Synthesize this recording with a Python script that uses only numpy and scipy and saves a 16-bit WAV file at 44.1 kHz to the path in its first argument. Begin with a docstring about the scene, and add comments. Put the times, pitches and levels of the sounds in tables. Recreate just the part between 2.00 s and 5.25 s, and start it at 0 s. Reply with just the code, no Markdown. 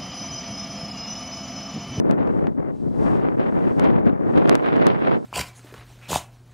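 """A gusty rumble runs throughout, over everything else: wind on open dunes buffets a small camera microphone.
In the bass and mids it pushes one of the two ports while it pulls the other; stronger gusts are louder and brighter.
The hardest eddies overload a port, which snaps back with a tick: a sudden step with a short overshoot.
Blown sand, a coloured noise of changing level, hisses faintly behind the rumble.
Under it all lie the camera's own steady hiss and thin whine."""
import sys
import numpy as np
from scipy import signal
from scipy.fft import rfft, irfft, next_fast_len
from scipy.io import wavfile

SR = 44100
rng = np.random.default_rng(int(sys.argv[2]) if len(sys.argv) > 2 else 0)


def bounce(signal):
    """Save signal as a 16-bit WAV file at the path given by the first command-line argument."""
    frames = np.transpose(np.atleast_2d(signal))
    limited = np.clip(frames, -1, 1)
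    pcm = np.round(limited * 32767).astype(np.int16)
    wavfile.write(sys.argv[1], SR, pcm)


N = 143325   # length in samples

# A port snapping back from overload. Each row: time in seconds, height of the step at the louder port in dB,
# left minus right in dB, brightness as the corner of a low-pass in Hz.
SNAP_BACKS = [(0.1114, -12, 32, 9300), (0.274, -25, 17, 4870), (0.4706, -10, 8, 2200),
              (1.7952, -10, 3, 1500), (1.7967, -10, 15, 10300), (1.8431, -18, -5, 6000),
              (2.0585, -30, 24, 9000), (2.378, -20, 25, 9000), (2.4765, -15, 25, 5000),
              (2.4952, 3.5, -30, 9900), (2.5539, -2.5, 30, 10700), (2.764, -24, -8, 9000),
              (2.8685, -2, 39, 10300)]
CUTOFF_HZ = 13500   # the recorder passes nothing much from here up


def from_db(db):
    """Decibels to gain."""
    return 10 ** (np.asarray(db) / 20)


def in_time(rows):
    """Each column of a curve, read at every sample."""
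    s, *columns = np.transpose(rows)
    return [np.interp(np.arange(N) / SR, s, column) for column in columns]


def at_hz(points, hz):
    """Reads a table on a log-frequency axis."""
    f, value = np.transpose(points)
    return np.interp(np.log(hz + 1e-9), np.log(f), value)


def drift(corner_hz):
    """Slow chance with spread 1: noise through two equal low-pass poles, run at a tenth of the sample rate."""
    pole = np.exp(-2 * np.pi * corner_hz * 10 / SR)
    noise = rng.standard_normal(N // 10 + 4002)
    slow = signal.lfilter([1], [1, -2 * pole, pole * pole], noise)[4000:]   # without the filter's start
    return np.interp(np.arange(N) / 10, np.arange(len(slow)), slow / slow.std())


def stereo_noise(colour, likeness):
    """Frequencies and spectrum of a coloured noise of rms 1, mixed from mid and side to a left-right likeness."""
    size = next_fast_len(N // 2 + 1) * 2
    hz = np.arange(size // 2 + 1) * SR / size
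    gain = from_db(at_hz(colour, hz))
    alike = at_hz(likeness, hz)
    white = rfft(rng.standard_normal((2, size)))
    mid, side = white * gain / np.sqrt(2 * np.mean(gain ** 2))
    return hz, np.sqrt(1 + alike) * mid + np.sqrt(1 - alike) * side * [[1], [-1]]


def buffeting(rumble_db, rush_db):
    """Turbulence in octave bands: the lows follow the rumble, the highs the rush, and eddies shake them together."""
    # Colour of the wind at the ports. Each row: frequency in Hz, relative level in dB per Hz.
    wind_colour = [(25, -79), (45, -59), (80, -53.5), (150, -42), (290, -41.5), (500, -48.5), (1000, -60),
                   (2000, -74.5), (3000, -89.5), (4000, -101.5), (5500, -116), (8000, -142)]
    # The ports move against each other. Each row: frequency in Hz, left-right likeness (-1 opposite, 1 alike).
    port_likeness = [(30, -0.84), (70, -.9), (180, -0.96), (500, -0.84), (1200, -0.77), (2500, -0.51),
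                     (5000, 0.075)]
    # Extra level far below deep_bass_hz, half of it there. Each row: time in seconds, level in dB.
    deep_bass = [(0, -1), (.6, 4.5), (1.1, 8.5), (1.6, -2), (2.0, 2.5), (2.6, -4.5), (3.25, -3)]
    # The wind shifts between the ports as the camera turns. Each row: time in seconds, left minus right in dB.
    wind_side = [(0, 1.5), (1.0, 3), (1.4, 0.5), (2.2, 2.2), (2.6, -1.5), (3.25, -1.5)]
    level_db, rush_pan_db = -20, 2.1   # at mean strength; left minus right, added to the rush
    rumble_hz, rush_hz, deep_bass_hz = 289, 2010, 110   # all rumble below, all rush above, a blend between
    treble_swing = 0.96   # extra share of the rush's swing an octave above rush_hz
    eddy_hz, eddy_low_db, eddy_high_db = 66, 1.4, 2.5   # flutter shared by all bands
    burst_hz, burst_db = 250, 2.5   # fine raggedness of the rush
    patch_hz, patch_db = 24.6, 1.0   # each band's own flutter

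    hz, spectrum = stereo_noise(wind_colour, port_likeness)
    eddies, bursts = drift(eddy_hz), drift(burst_hz)
    deep_db = in_time(deep_bass)[0]
    ears = np.array([[.5], [-.5]])   # left, right
    centres = 31.25 * 2. ** np.arange(9)
    wind = 0
    for centre, peak in zip(centres, np.eye(len(centres))):
        band_share = at_hz(np.c_[centres, peak], hz)   # overlapping bands whose shares add up to 1
        band = irfft(spectrum * band_share)[:, :N]
        high = np.clip(np.log(centre / rumble_hz) / np.log(rush_hz / rumble_hz), 0, 1)
        swing = 1 + treble_swing * np.clip(np.log2(centre / rush_hz), 0, 1)
        low_db = rumble_db + eddy_low_db * eddies + deep_db / (1 + (centre / deep_bass_hz) ** 2)
        high_db = swing * rush_db + eddy_high_db * eddies + burst_db * bursts + rush_pan_db * ears
        flutter_db = patch_db * drift(patch_hz)
        wind = wind + band * from_db((1 - high) * low_db + high * high_db + flutter_db)
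    return wind * from_db(level_db + surges() + in_time(wind_side)[0] * ears)


def surges():
    """Extra level in dB of the hard eddies that set off the snaps: a brief swell around each one."""
    surge_db, surge_s = 3, 0.0032   # at a step of 0 dB; time from the peak to 1/e of it
    t = np.arange(N) / SR
    # the swell grows with the square root of the step
    return sum(surge_db * from_db(db / 2) * np.exp(-((t - s) / surge_s) ** 2) for s, db, _, _ in SNAP_BACKS)


def snaps(rush_db):
    """Pressure builds on a port for a fraction of a millisecond, lets go at once and overshoots."""
    build_s, recover_s, overshoot = 0.00041, 0.00042, 0.24   # time constants; share of the step
    low_cut_hz = 160   # snaps carry no deep bass
    # tiny snaps, thicker in gusts: both ports together and typical height, at the mean rush
    crackles_per_s, crackle_db, crackle_spread_db = 12, -47.5, 6
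    crackle_follows, crackle_grows = 1, 0.81   # shares of the rush's swing in their number and size

    chance = crackles_per_s / 2 * from_db(crackle_follows * rush_db) / SR
    spread_db = crackle_spread_db * np.clip(rng.standard_normal((2, N)), -2, 2)
    sizes = from_db(crackle_db + crackle_grows * rush_db + spread_db)
    steps = (rng.random((2, N)) < chance) * sizes
    t = np.arange(-200, 201) / SR
    for s, db, pan_db, bright_hz in SNAP_BACKS:
        low_pass = signal.butter(2, bright_hz, fs=SR)
        release = signal.lfilter(*low_pass, signal.unit_impulse(len(t)))
        port_gains = from_db(db + np.minimum([pan_db, -pan_db], 0))   # only the far port is turned down
        start = int(s * SR)
        steps[:, start:start + len(t)] += np.outer(port_gains, release)
    build = (overshoot - 1) * np.exp(-abs(t) / build_s)
    recovery = overshoot * np.exp(-abs(t) / recover_s)
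    shape = np.where(t < 0, build, recovery)
    ticks = signal.fftconvolve(steps, shape[None], "same", axes=1)
    return signal.lfilter(*signal.butter(1, low_cut_hz, "high", fs=SR), ticks)


def sand():
    """Smooth hiss of grains drifting over the dune: coloured noise, largely alike in both ears."""
    # Level of the hiss before gain_db. Each row: time in seconds, level in dB.
    sand_level = [(0, -85), (.38, -69.5), (.5, -81), (.68, -83), (.76, -69), (.9, -69), (1.04, -58),
                  (1.17, -62.5), (1.25, -74), (1.46, -71), (1.52, -69), (1.8, -63), (1.96, -90),
                  (2.18, -82), (2.3, -67), (2.95, -73), (3.25, -65.5)]
    # Colour of the grains. Each row: frequency in Hz, relative level in dB per Hz.
    grain_colour = [(300, 3), (1500, 5), (3000, 4.5), (5000, 3.5), (7000, 0.5), (8700, 0.5), (11000, -7),
                    (12500, -14)]
    gain_db, likeness = 1.5, 0.74
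    _, spectrum = stereo_noise(grain_colour, [(CUTOFF_HZ, likeness)])
    return irfft(spectrum)[:, :N] * from_db(in_time(sand_level)[0] + gain_db)


def electronics():
    """The camera's own hiss, a steady coloured noise, with a thin, steady sine whine in it."""
    # Colour of the microphone's hiss. Each row: frequency in Hz, relative level in dB per Hz.
    mic_colour = [(300, 0.5), (2000, 11), (6000, -1), (8700, 1), (12500, -9)]
    hiss_db, likeness = -72.5, 0.54
    whine_hz, whine_db = 11025, -87
    _, spectrum = stereo_noise(mic_colour, [(CUTOFF_HZ, likeness)])
    hiss = from_db(hiss_db) * irfft(spectrum)[:, :N]
    whine = from_db(whine_db) * np.sin(2 * np.pi * whine_hz * np.arange(N) / SR)
    return hiss + whine


def scene():
    """The gusts drive both the buffeting and the snaps; sand and camera hiss lie behind."""
    # Gusts at the ports; only the swing about each level's mean counts.
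    # Each row: time in seconds, level of the rumble in dB, level of the rush above 1 kHz in dB.
    gust_levels = [(0.0, -14.5, -43), (0.025, -19.5, -50), (0.125, -16, -33.5), (0.15, -22, -47.5),
                   (0.205, -17, -35), (0.259, -18.5, -42.5), (0.274, -19.5, -39.5), (0.354, -20.5, -45),
                   (0.374, -20.5, -42.5), (0.474, -19, -44), (0.549, -30, -63), (0.594, -19.5, -46.5),
                   (0.634, -27.5, -48), (0.698, -25, -46), (0.728, -28, -61), (0.793, -31.5, -66),
                   (0.878, -18, -51), (0.893, -24.5, -67), (0.948, -23.5, -50), (0.963, -23.5, -49),
                   (0.983, -20, -46), (1.068, -16, -35), (1.098, -20.5, -43.5), (1.117, -16, -34.5),
                   (1.267, -21, -37.5), (1.372, -22.5, -45.5), (1.397, -17.5, -29.5), (1.452, -20.5, -37.5),
                   (1.492, -17, -34), (1.512, -26, -45), (1.546, -17, -39), (1.701, -18.5, -36.5),
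                   (1.716, -16.5, -39.5), (1.741, -24.5, -49), (1.776, -19, -49), (1.791, -17.5, -32.5),
                   (1.846, -13.5, -30.5), (2.005, -18, -40.5), (2.02, -22.5, -49), (2.065, -13, -33.5),
                   (2.135, -20, -42.5), (2.15, -27, -46), (2.18, -23, -47.5), (2.305, -14.5, -38.5),
                   (2.325, -20.5, -42), (2.375, -9, -28.5), (2.434, -19.5, -35), (2.459, -15.5, -31),
                   (2.554, -14, -29), (2.584, -23, -36.5), (2.679, -19.5, -30.5), (2.784, -17, -32),
                   (2.883, -14, -26.5), (2.978, -22.5, -36), (3.053, -18, -31), (3.158, -17.5, -31.5),
                   (3.213, -26, -55), (3.248, -34, -53)]
    rumble_db, rush_db = [level - level.mean() for level in in_time(gust_levels)]
    return buffeting(rumble_db, rush_db) + snaps(rush_db) + sand() + electronics()


def record(dry):
    """The recorder clips just under full scale, then a steep low-pass cuts the top."""
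    headroom = .88   # of full scale
    low_pass = signal.cheby2(14, 60, CUTOFF_HZ, fs=SR, output="sos")   # 60 dB down from the cutoff up
    return signal.sosfilt(low_pass, np.clip(dry, -headroom, headroom))


dry = scene()
out = record(dry)
bounce(out)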